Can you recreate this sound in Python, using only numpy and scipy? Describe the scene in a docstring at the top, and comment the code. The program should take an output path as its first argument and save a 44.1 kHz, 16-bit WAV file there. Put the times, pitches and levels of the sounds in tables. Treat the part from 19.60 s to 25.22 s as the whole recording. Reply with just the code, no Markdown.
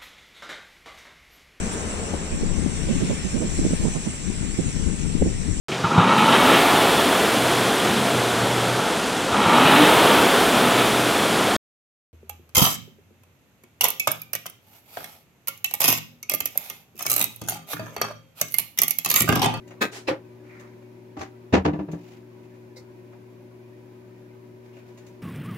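"""A kitchen drawer clacks, slides open, is rummaged in and bangs shut; a pan rocks to rest after the bang.
Then a spoon taps a pot and a sleeve rustles past; utensils tap and scrape lightly here and there.
Each blow is scattered reflections, ringing modes and a panel thump; each rub is grainy friction hiss.
Behind it all a stove fan hums over rushing air, and bubbles burst in the simmering pot."""
import sys
import numpy as np
from scipy import signal
from scipy.fft import rfft, irfft
from scipy.io import wavfile
from scipy.ndimage import uniform_filter1d

SR = 44100
rng = np.random.default_rng(int(sys.argv[2]) if len(sys.argv) > 2 else 0)


def transcribe(u):
    """Save the signal u as a 16-bit wav file named by the first command-line argument.

    u: samples, shape (n,) or (channels, n), limited to [-1, 1]; the rate is SR.
    q: integer samples, one column per channel.
    """
    v = np.clip(np.atleast_2d(u).T, -1, 1)
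    q = np.round(v * 32767).astype(np.int16)
    wavfile.write(sys.argv[1], SR, q)


N = 247842

# Left-right likeness of the kitchen's sound. Each row: frequency in Hz, coherence from 0 to 1.
COHERENCE = [(100, 0.97), (300, 0.72), (550, 0.57), (1000, 0), (2500, 0.09), (8000, 0)]
# Drawer struck by the slam or the pan. Each row: frequency in Hz, relative density in dB.
SLAM_SPECTRUM = [(25, -36), (55, -14), (82, -4.5), (125, -9), (200, -12), (300, 0), (520, -5),
                 (1000, -12.5), (1500, -19), (2800, -22.5), (3200, -27), (7100, -37.5), (8200, -51),
                 (15000, -66)]
# Its modes. Each row: frequency in Hz, relative level in dB, t60 in seconds before the cap in blows().
SLAM_RING = [(86, -9.5, 0.39), (198.5, 3.5, 0.16), (310, -2, .24), (471.5, -12, 0.23), (531, -13, 0.24),
             (679, -2.5, 0.15), (797, -10.5, 0.27), (940, -3.5, 0.12), (1164, -11, 0.23), (1345, -28, 0.25),
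             (1734, -10, 0.17), (2020, -17, 0.06), (2645, -9, 0.088), (2814, -8.5, 0.053),
             (3736, -16, 0.064), (4300, -26, .11)]


def drawer():
    """The drawer clacks free, slides on its rails, bumps its stop, is rummaged in, nudged and slammed."""
    # Each row: start in seconds, level in dB, rise in seconds, treble in dB, thump in Hz, thump in dB.
    clacks = [(.205, -19.5, .014, -2.5, 222, -30.5)]
    bumps = [(.468, -33, 0.013, 12, 89, -47), (.480, -23, 0.0049, -3, 342, -28),
             (.507, -29, .0055, -18, 309, -27.5)]
    nudges = [(1.562, -38.5, .008, -10.5, 297, -40.5), (1.578, -50, 0.016, 8.5, 89, -44.5),
              (1.605, -34.5, 0.0061, 0, 296, -48)]
    slams = [(1.923, -23.5, 0.0051, 4, 82, -23), (1.931, -12, 0.0076, 3.5, 190.2, -18.5),
             (1.963, -18, 0.0021, -8, 285, -28), (2.045, -18, 0.0082, -1, 158.3, -23.5),
             (2.072, -23, .01, -22, 84, -41)]
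    # Spectra of blows and rubs. Each row: frequency in Hz, relative density in dB.
    clack_spectrum = [(60, -35), (120, -13.5), (230, -3.5), (500, -3), (700, -6.5), (1100, -10), (1750, -6),
                      (2600, -6.5), (2900, -19), (3700, -7.5), (4800, -17), (7000, -18), (8200, -24.5),
                      (15000, -24)]
    bump_spectrum = [(40, -33), (140, -10.5), (190, -13), (300, -13), (380, -4.5), (450, -6.5), (530, 2),
                     (700, -10), (1300, -11.5), (2600, -16), (3300, -20.5), (5300, -26), (7500, -37.5),
                     (15000, -49)]
    nudge_spectrum = [(50, -23), (90, -17), (190, -8.5), (300, 1.5), (500, -9), (780, -7), (1150, -7.5),
                      (1400, -11.5), (2000, -11), (3200, -19), (5000, -21), (7000, -21.5), (8000, -34.5),
                      (15000, -43)]
    slide_spectrum = [(180, -21), (300, -5), (342, -13), (424, 2), (500, -14), (696, -8), (1140, -12.5),
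                      (1750, -9.5), (3340, -13.5), (6790, -15), (15500, -34)]
    rummage_spectrum = [(400, -0.5), (1100, 1), (1500, -1), (2200, 3), (3000, -14), (6500, -16),
                        (9000, -29), (15000, -27)]
    # Modes. Each row: frequency in Hz, relative level in dB, uncapped t60 in seconds.
    clack_modes = [(422, 2, 0.086), (820, -10, 0.11), (1034, -2, 0.1), (1255, 1, 0.15), (1570, -4, 0.22),
                   (1752, 7, 0.1), (1920, -5, .14), (2300, -21, 0.069), (2580, 2, 0.13), (3690, -10, 0.14),
                   (4026, -13, 0.18), (4170, -21, 0.11), (4920, -25, 0.18), (6920, -14.5, 0.16)]
    bump_modes = [(310.5, -7.5, 0.16), (358, -9.5, .14), (536, -1, 0.11), (824, -11, 0.2),
                  (1400, -25, 0.23), (1910, -12.5, 0.54), (2340, -24, 0.18), (2380, -10.5, 0.097),
                  (2660, -5, 0.1), (4050, -10, 0.074), (5238, -12.5, 0.081)]
    nudge_modes = [(280, -4, 0.067), (623, 1.5, 0.12), (780, 1, 0.23), (1160, 1.5, 0.096),
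                   (1480, -19, 0.21), (1970, -29, .14)]
    out = blows(clacks, clack_spectrum, clack_modes, hang=0.9, thump_t60_s=0.1, ring_db=-2.5, left_db=0.5)
    out += blows(bumps, bump_spectrum, bump_modes, hang=0.98, thump_t60_s=0.1, ring_db=-2, left_db=0.5)
    out += blows(nudges, nudge_spectrum, nudge_modes, hang=1.12, thump_t60_s=0.16, ring_db=-2, left_db=0)
    out += blows(slams, SLAM_SPECTRUM, SLAM_RING, hang=0.8, thump_t60_s=0.28, ring_db=-6.5, left_db=0.8)
    slide = stroke(start_s=0.3136, hold_s=0.063, db=-38, attack_s=0.015, fade_db_per_s=288)
    rummage = stroke(start_s=0.828, hold_s=0.22, db=-55, attack_s=0.028, fade_db_per_s=89)
    return out + rub(slide, slide_spectrum, grain_db=0.5) + rub(rummage, rummage_spectrum, grain_db=1)


def blows(rows, spectrum, modes, hang, thump_t60_s, ring_db, left_db, size=16384):
    """Each blow: reflections lasting hang times the room's t60, ringing modes and a panel thump."""
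    # Kitchen decay. Each row: frequency in Hz, t60 in seconds.
    room_t60_s = [(80, 0.23), (250, 0.19), (700, 0.17), (1800, 0.18), (5000, 0.15), (10000, 0.15)]
    max_t60_s = 0.21  # things lying against each other damp the modes
    out, t = np.zeros((2, N)), np.arange(size) / SR
    for start_s, db, rise_s, treble_db, thump_hz, thump_db in rows:
        swell = 1 - np.exp(-(t / rise_s) ** 2.73)  # reflections pile up after first contact
        # a few strong reflections stand out
        crackle = amp(2.57 * unit_rms(uniform_filter1d(rng.standard_normal(size), size=40)))
        hz, age_s, bands = signal.stft(diffuse(size) * crackle, SR, nperseg=256)
        decay = amp(-60 * age_s / (hang * lookup(room_t60_s, hz)[:, None]))
        scatter = signal.istft(bands * decay, SR, nperseg=256)[1][:, :size]
        scatter = unit_onset(coloured(scatter * swell, lambda f: lookup(spectrum, f)))
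        ring = 0
        for mode_hz, mode_db, t60_s in modes:
            spread_rad = np.arccos(lookup(COHERENCE, mode_hz)) * rng.choice([-1, 1])
            phase = 2 * np.pi * (mode_hz * t + rng.random()) + spread_rad * np.array([[0.5], [-0.5]])
            ring += amp(mode_db - 60 * t / min(t60_s, max_t60_s)) * np.sin(phase)
        hit = scatter + amp(ring_db) * unit_onset(ring * swell)
        # each blow has its own brightness, from dull knock to sharp tick
        hit = coloured(hit, lambda f: treble_db * f ** 2 / (f ** 2 + 2200 ** 2))
        thump = swell * amp(-60 * t / thump_t60_s) * np.sin(2 * np.pi * thump_hz * t)
        add(out, start_s, sides(left_db) * (amp(db) * hit + amp(thump_db) * unit_onset(thump[None])))
    return out


def rocking_pan():
    """The slam jolts a pan into ringing; each knock on the drawer floor renews the ring, more weakly."""
    # Knocks. Each row: start in seconds, level in dB, treble in dB, thump in Hz.
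    rocks = [(2.127, -30.5, -7.5, 158), (2.185, -31.5, -11.5, 190), (2.279, -39, -14, 160.5),
             (2.324, -37.5, -15, 171.3)]
    # Pan modes. Each row: frequency in Hz, relative level in dB, rms pitch wander in Hz.
    modes = [(301, -2, 4.65), (429.5, -22, 13), (630, -28, 16), (910, -26, 60)]
    jolt_s, jolt_db, settle_db_per_s = 2.05, -22, 66
    rise_s, thump_db = 0.0075, -34.5
    envelope = 0
    for start_s in [jolt_s] + [row[0] for row in rocks]:
        contact_db = jolt_db - settle_db_per_s * (start_s - jolt_s)
        envelope += stroke(start_s, hold_s=0.048, db=contact_db, attack_s=0.023, fade_db_per_s=420)
    chatter = amp(2.2 * drift(60))
    ring = sum(amp(db) * tone(hz, wander_hz) for hz, db, wander_hz in modes)
    rows = [(start_s, db, rise_s, treble_db, hz, thump_db) for start_s, db, treble_db, hz in rocks]
    knocks = blows(rows, SLAM_SPECTRUM, SLAM_RING, hang=0.94, thump_t60_s=0.29, ring_db=-1.5, left_db=1.5)
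    return envelope * sides(left_db=1) * chatter * ring + knocks


def utensil_taps():
    """Light contacts ring the utensils' high modes."""
    # Each row: start in seconds, level in dB, treble in dB.
    taps = [(.072, -62.5, 6), (.103, -41, -21), (.993, -63.5, 9), (1.218, -58.5, -15), (2.311, -59.5, 9.5),
            (2.936, -54, -22), (3.521, -44.5, -34), (5.163, -49, -22), (5.371, -57.5, 1),
            (5.461, -67, 11.5)]
    # Each row: frequency in Hz, relative density in dB.
    spectrum = [(300, -18.5), (600, -0.5), (1200, -4), (2100, 1.5), (3000, -8.5), (4300, -6), (5400, -10),
                (7000, -5), (8500, -16), (15000, -17.5)]
    # Each row: frequency in Hz, relative level in dB, t60 in seconds.
    modes = [(2420, 2, 0.13), (2810, 3, 0.11), (3720, -4.5, 0.19), (6000, -1.5, .12), (6250, -1, 0.15),
             (6850, 1, 0.119)]
    rise_s, thump_hz, thump_db = 0.0051, 582, -59.5
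    rows = [(start_s, db, rise_s, treble_db, thump_hz, thump_db) for start_s, db, treble_db in taps]
    return blows(rows, spectrum, modes, hang=1.16, thump_t60_s=0.15, ring_db=-4.5, left_db=0.5)


def spoon_on_pot():
    """A spoon strikes the pot once: a short, bright clink."""
    # Each row: start in seconds, level in dB, rise in seconds, treble in dB, thump in Hz, thump in dB.
    clinks = [(3.156, -54, .013, 1, 510, -53.5)]
    # Each row: frequency in Hz, relative density in dB.
    spectrum = [(80, -34), (300, -12), (600, 1), (1200, -7.5), (2100, -4), (3000, -24), (4000, -5),
                (4400, 4), (6500, -3), (8300, -9), (11000, -15), (14000, -11), (16000, -18)]
    # Each row: frequency in Hz, relative level in dB, t60 in seconds.
    modes = [(2030, -3, 0.14), (2140, -0.5, 0.11), (3780, -2, 0.091), (4100, -6, 0.079), (4100, 4, 0.071),
             (4920, 3, 0.076), (5550, -5, 0.089)]
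    return blows(clinks, spectrum, modes, hang=1.1, thump_t60_s=0.17, ring_db=1.5, left_db=0.1)


def utensil_scrapes():
    """Dragged utensils: a narrow hiss that sinks and fades as each one slows."""
    # Each row: start in seconds, length in seconds, starting pitch in Hz, starting level in dB.
    scrapes = [(0.891, 0.16, 2244, -52), (0.999, 0.095, 1216, -57), (5.13, .12, 2744, -63)]
    width_hz, sag_octaves_per_s, ramp_s, fade_db_per_s = 480, 1.8, 0.0033, 49
    lowpass = signal.butter(2, width_hz / 2, fs=SR, output="sos")
    out = np.zeros((2, N))
    for start_s, length_s, hz, db in scrapes:
        t = np.arange(0, length_s, 1 / SR)
        noise = rng.standard_normal((2, len(t))) + 1j * rng.standard_normal((2, len(t)))
        cycles = np.cumsum(hz * 2 ** (-sag_octaves_per_s * t)) / SR
        hiss = (signal.sosfilt(lowpass, noise) * np.exp(2j * np.pi * cycles)).real
        ramps = 1 - np.exp(-np.minimum(t, length_s - t) / ramp_s)
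        add(out, start_s, ramps * amp(db - fade_db_per_s * t) * unit_rms(hiss))
    return out


def sleeve():
    """Cloth rustles with each sweep of the arm."""
    # Each row: start in seconds, hold in seconds, level in dB.
    sweeps = [(2.366, .045, -57.5), (2.448, 0.067, -55.5), (2.675, .28, -69.5), (5.013, 0.037, -61),
              (5.13, 0.044, -58.5), (5.26, 0.035, -59), (5.367, .15, -66)]
    # Each row: frequency in Hz, relative density in dB.
    cloth_spectrum = [(300, -9), (700, 7.5), (1500, -3), (2500, 2.5), (3500, -5.5), (7000, -8), (8500, -19),
                      (15000, -15.5)]
    envelope = sum(stroke(*row, attack_s=0.027, fade_db_per_s=142) for row in sweeps)
    return rub(envelope, cloth_spectrum, grain_db=2.5)


def rub(envelope, spectrum, grain_db):
    """Friction: hiss made uneven by small catches."""
    hiss = diffuse(N) * amp(grain_db * drift(81))
    return envelope * unit_rms(coloured(hiss, lambda f: lookup(spectrum, f)))


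def fan():
    """Blade and motor tones over air rushing through a resonant duct."""
    # Each row: frequency in Hz, level in dB, left over right in dB, rms pitch wander in Hz.
    tones = [(118.1, -52, 3, 0.31), (236, -56.5, -2.5, 1.41), (371.8, -52, 8, 1.5), (593, -67.5, 8.5, 2.78)]
    # Each row: frequency in Hz, relative density in dB.
    air_spectrum = [(30, -28.5), (70, -14.5), (105, -5), (150, -7.5), (300, -3.5), (420, -6), (560, -6),
                    (720, -13.5), (1300, -21.5), (2400, -19), (3100, -26), (4000, -28), (7000, -32),
                    (8300, -38.5), (11800, -32), (15500, -36.5)]
    # Duct resonances. Each row: centre in Hz, width in Hz, lift in dB.
    duct = [(181.4, 34, 8.5), (297.1, 12, 15.8), (351, 13.7, 18.5), (838, 40, 4.4), (969, 121, 11.1),
            (1525, 60, 5.3), (1980, 330, 0.83), (2450, 69, 1.7)]

    def duct_db(f):
        return sum(db / (1 + (2 * (f - hz) / width_hz) ** 2) for hz, width_hz, db in duct)

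    hum = sum(amp(db) * sides(left_db) * tone(hz, wander_hz) for hz, db, left_db, wander_hz in tones)
    air = coloured(diffuse(N), lambda f: lookup(air_spectrum, f) + duct_db(f))
    air_db = -51.5 + 0.42 * drift(12)
    return hum + amp(air_db) * sides(left_db=0.32) * unit_rms(air)


def simmer(db, low_hz, high_hz, t60_s, count):
    """Small bubbles burst in the pot, each a faint pip at its own pitch."""
    out, t = np.zeros((2, N)), np.arange(SR // 10) / SR
    attack = 1 - np.exp(-t / 0.0027)
    for when, pitch, size, left_phase, right_phase in rng.random((count, 5)):
        hz = low_hz * (high_hz / low_hz) ** pitch
        pip = np.sin(2 * np.pi * (hz * t + np.array([[left_phase], [right_phase]])))
        add(out, when * N / SR, pip * attack * amp(12 * size - 60 * t / t60_s))
    return amp(db) * unit_rms(out)


def stroke(start_s, hold_s, db, attack_s, fade_db_per_s):
    """Gain of one movement: builds from start_s, fades after hold_s."""
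    age_s = np.maximum(np.arange(N) / SR - start_s, 0)
    return (1 - np.exp(-age_s / attack_s)) * amp(db - fade_db_per_s * np.maximum(age_s - hold_s, 0))


def diffuse(size):
    """White noise from all around: alike at both ears in the bass, unrelated in the treble."""
    mid, side = rfft(rng.standard_normal((2, size)))
    coherence = lookup(COHERENCE, np.fft.rfftfreq(size, 1 / SR))
    mid *= np.sqrt((1 + coherence) / 2)
    side *= np.sqrt((1 - coherence) / 2)
    return irfft([mid + side, mid - side], size)


def coloured(x, db_at, size=4096):
    """Minimum-phase filter with gain db_at(Hz)."""
    log_gain = np.log(amp(db_at(abs(np.fft.fftfreq(size, 1 / SR)))))
    taps = np.fft.ifft(np.exp(np.conj(signal.hilbert(log_gain)))).real[:size // 2]
    return signal.oaconvolve(x, taps[None], axes=1)[:, :x.shape[1]]


def tone(hz, wander_hz):
    """Sine of rms 1 with wandering pitch."""
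    cycles = np.cumsum(hz + wander_hz * drift(9.54)) / SR
    return unit_rms(np.sin(2 * np.pi * (cycles + rng.random())))


def drift(rate_hz):
    """Random curve of rms 1, rolled off above rate_hz."""
    rolloff = np.exp(-(np.fft.rfftfreq(N, 1 / SR) / rate_hz) ** 2)
    return unit_rms(irfft(rfft(rng.standard_normal(N)) * rolloff, N))


def lookup(points, hz):
    """Interpolates a table on a log-frequency axis."""
    point_hz, value = np.transpose(points)
    return np.interp(np.log(hz + 1), np.log(point_hz + 1), value)


def amp(db):
    return 10 ** (np.asarray(db) / 20)


def unit_rms(x):
    return x / np.sqrt(np.mean(x ** 2) + 1e-20)


def unit_onset(x):
    """Scales to rms 1 over the first 25 ms."""
    return x / np.sqrt(np.mean(x[:, :SR // 40] ** 2))


def sides(left_db):
    """Stereo gains, left over right by left_db."""
    return amp(np.array([[left_db], [-left_db]]) / 2)


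def add(mix, start_s, sound):
    part = mix[:, round(start_s * SR):][:, :sound.shape[1]]
    part += sound[:, :part.shape[1]]


def scene():
    """Drawer, pan, utensils and sleeve over the steady pot and fan."""
    stove = simmer(db=-70, low_hz=901, high_hz=2700, t60_s=0.15, count=420) + fan()
    return drawer() + rocking_pan() + utensil_taps() + spoon_on_pot() + utensil_scrapes() + sleeve() + stove


def record(dry):
    """The microphone sheds deep bass; gain control ducks after loud blows; a low-pass limits the band."""
    low_hz, high_hz = 38, 15850
    threshold_db, duck_db_per_db, release_db_per_s = -28, 0.13, 39
    dry = signal.sosfilt(signal.butter(2, low_hz, "highpass", fs=SR, output="sos"), dry)
    power_db = 10 * np.log10(abs(uniform_filter1d((dry ** 2).mean(0), size=600)) + 1e-12)
    fall_db = np.arange(N) * release_db_per_s / SR
    held_db = np.maximum.accumulate(power_db + fall_db) - fall_db  # peak detector with release
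    over_db = np.maximum(held_db - threshold_db, 0)
    ducked = dry / amp(duck_db_per_db * uniform_filter1d(over_db, size=400))
    lowpass = signal.firwin(511, high_hz, window=("kaiser", 9), fs=SR)
    return signal.oaconvolve(ducked, lowpass[None], "same")


dry = scene()
out = record(dry)
transcribe(out)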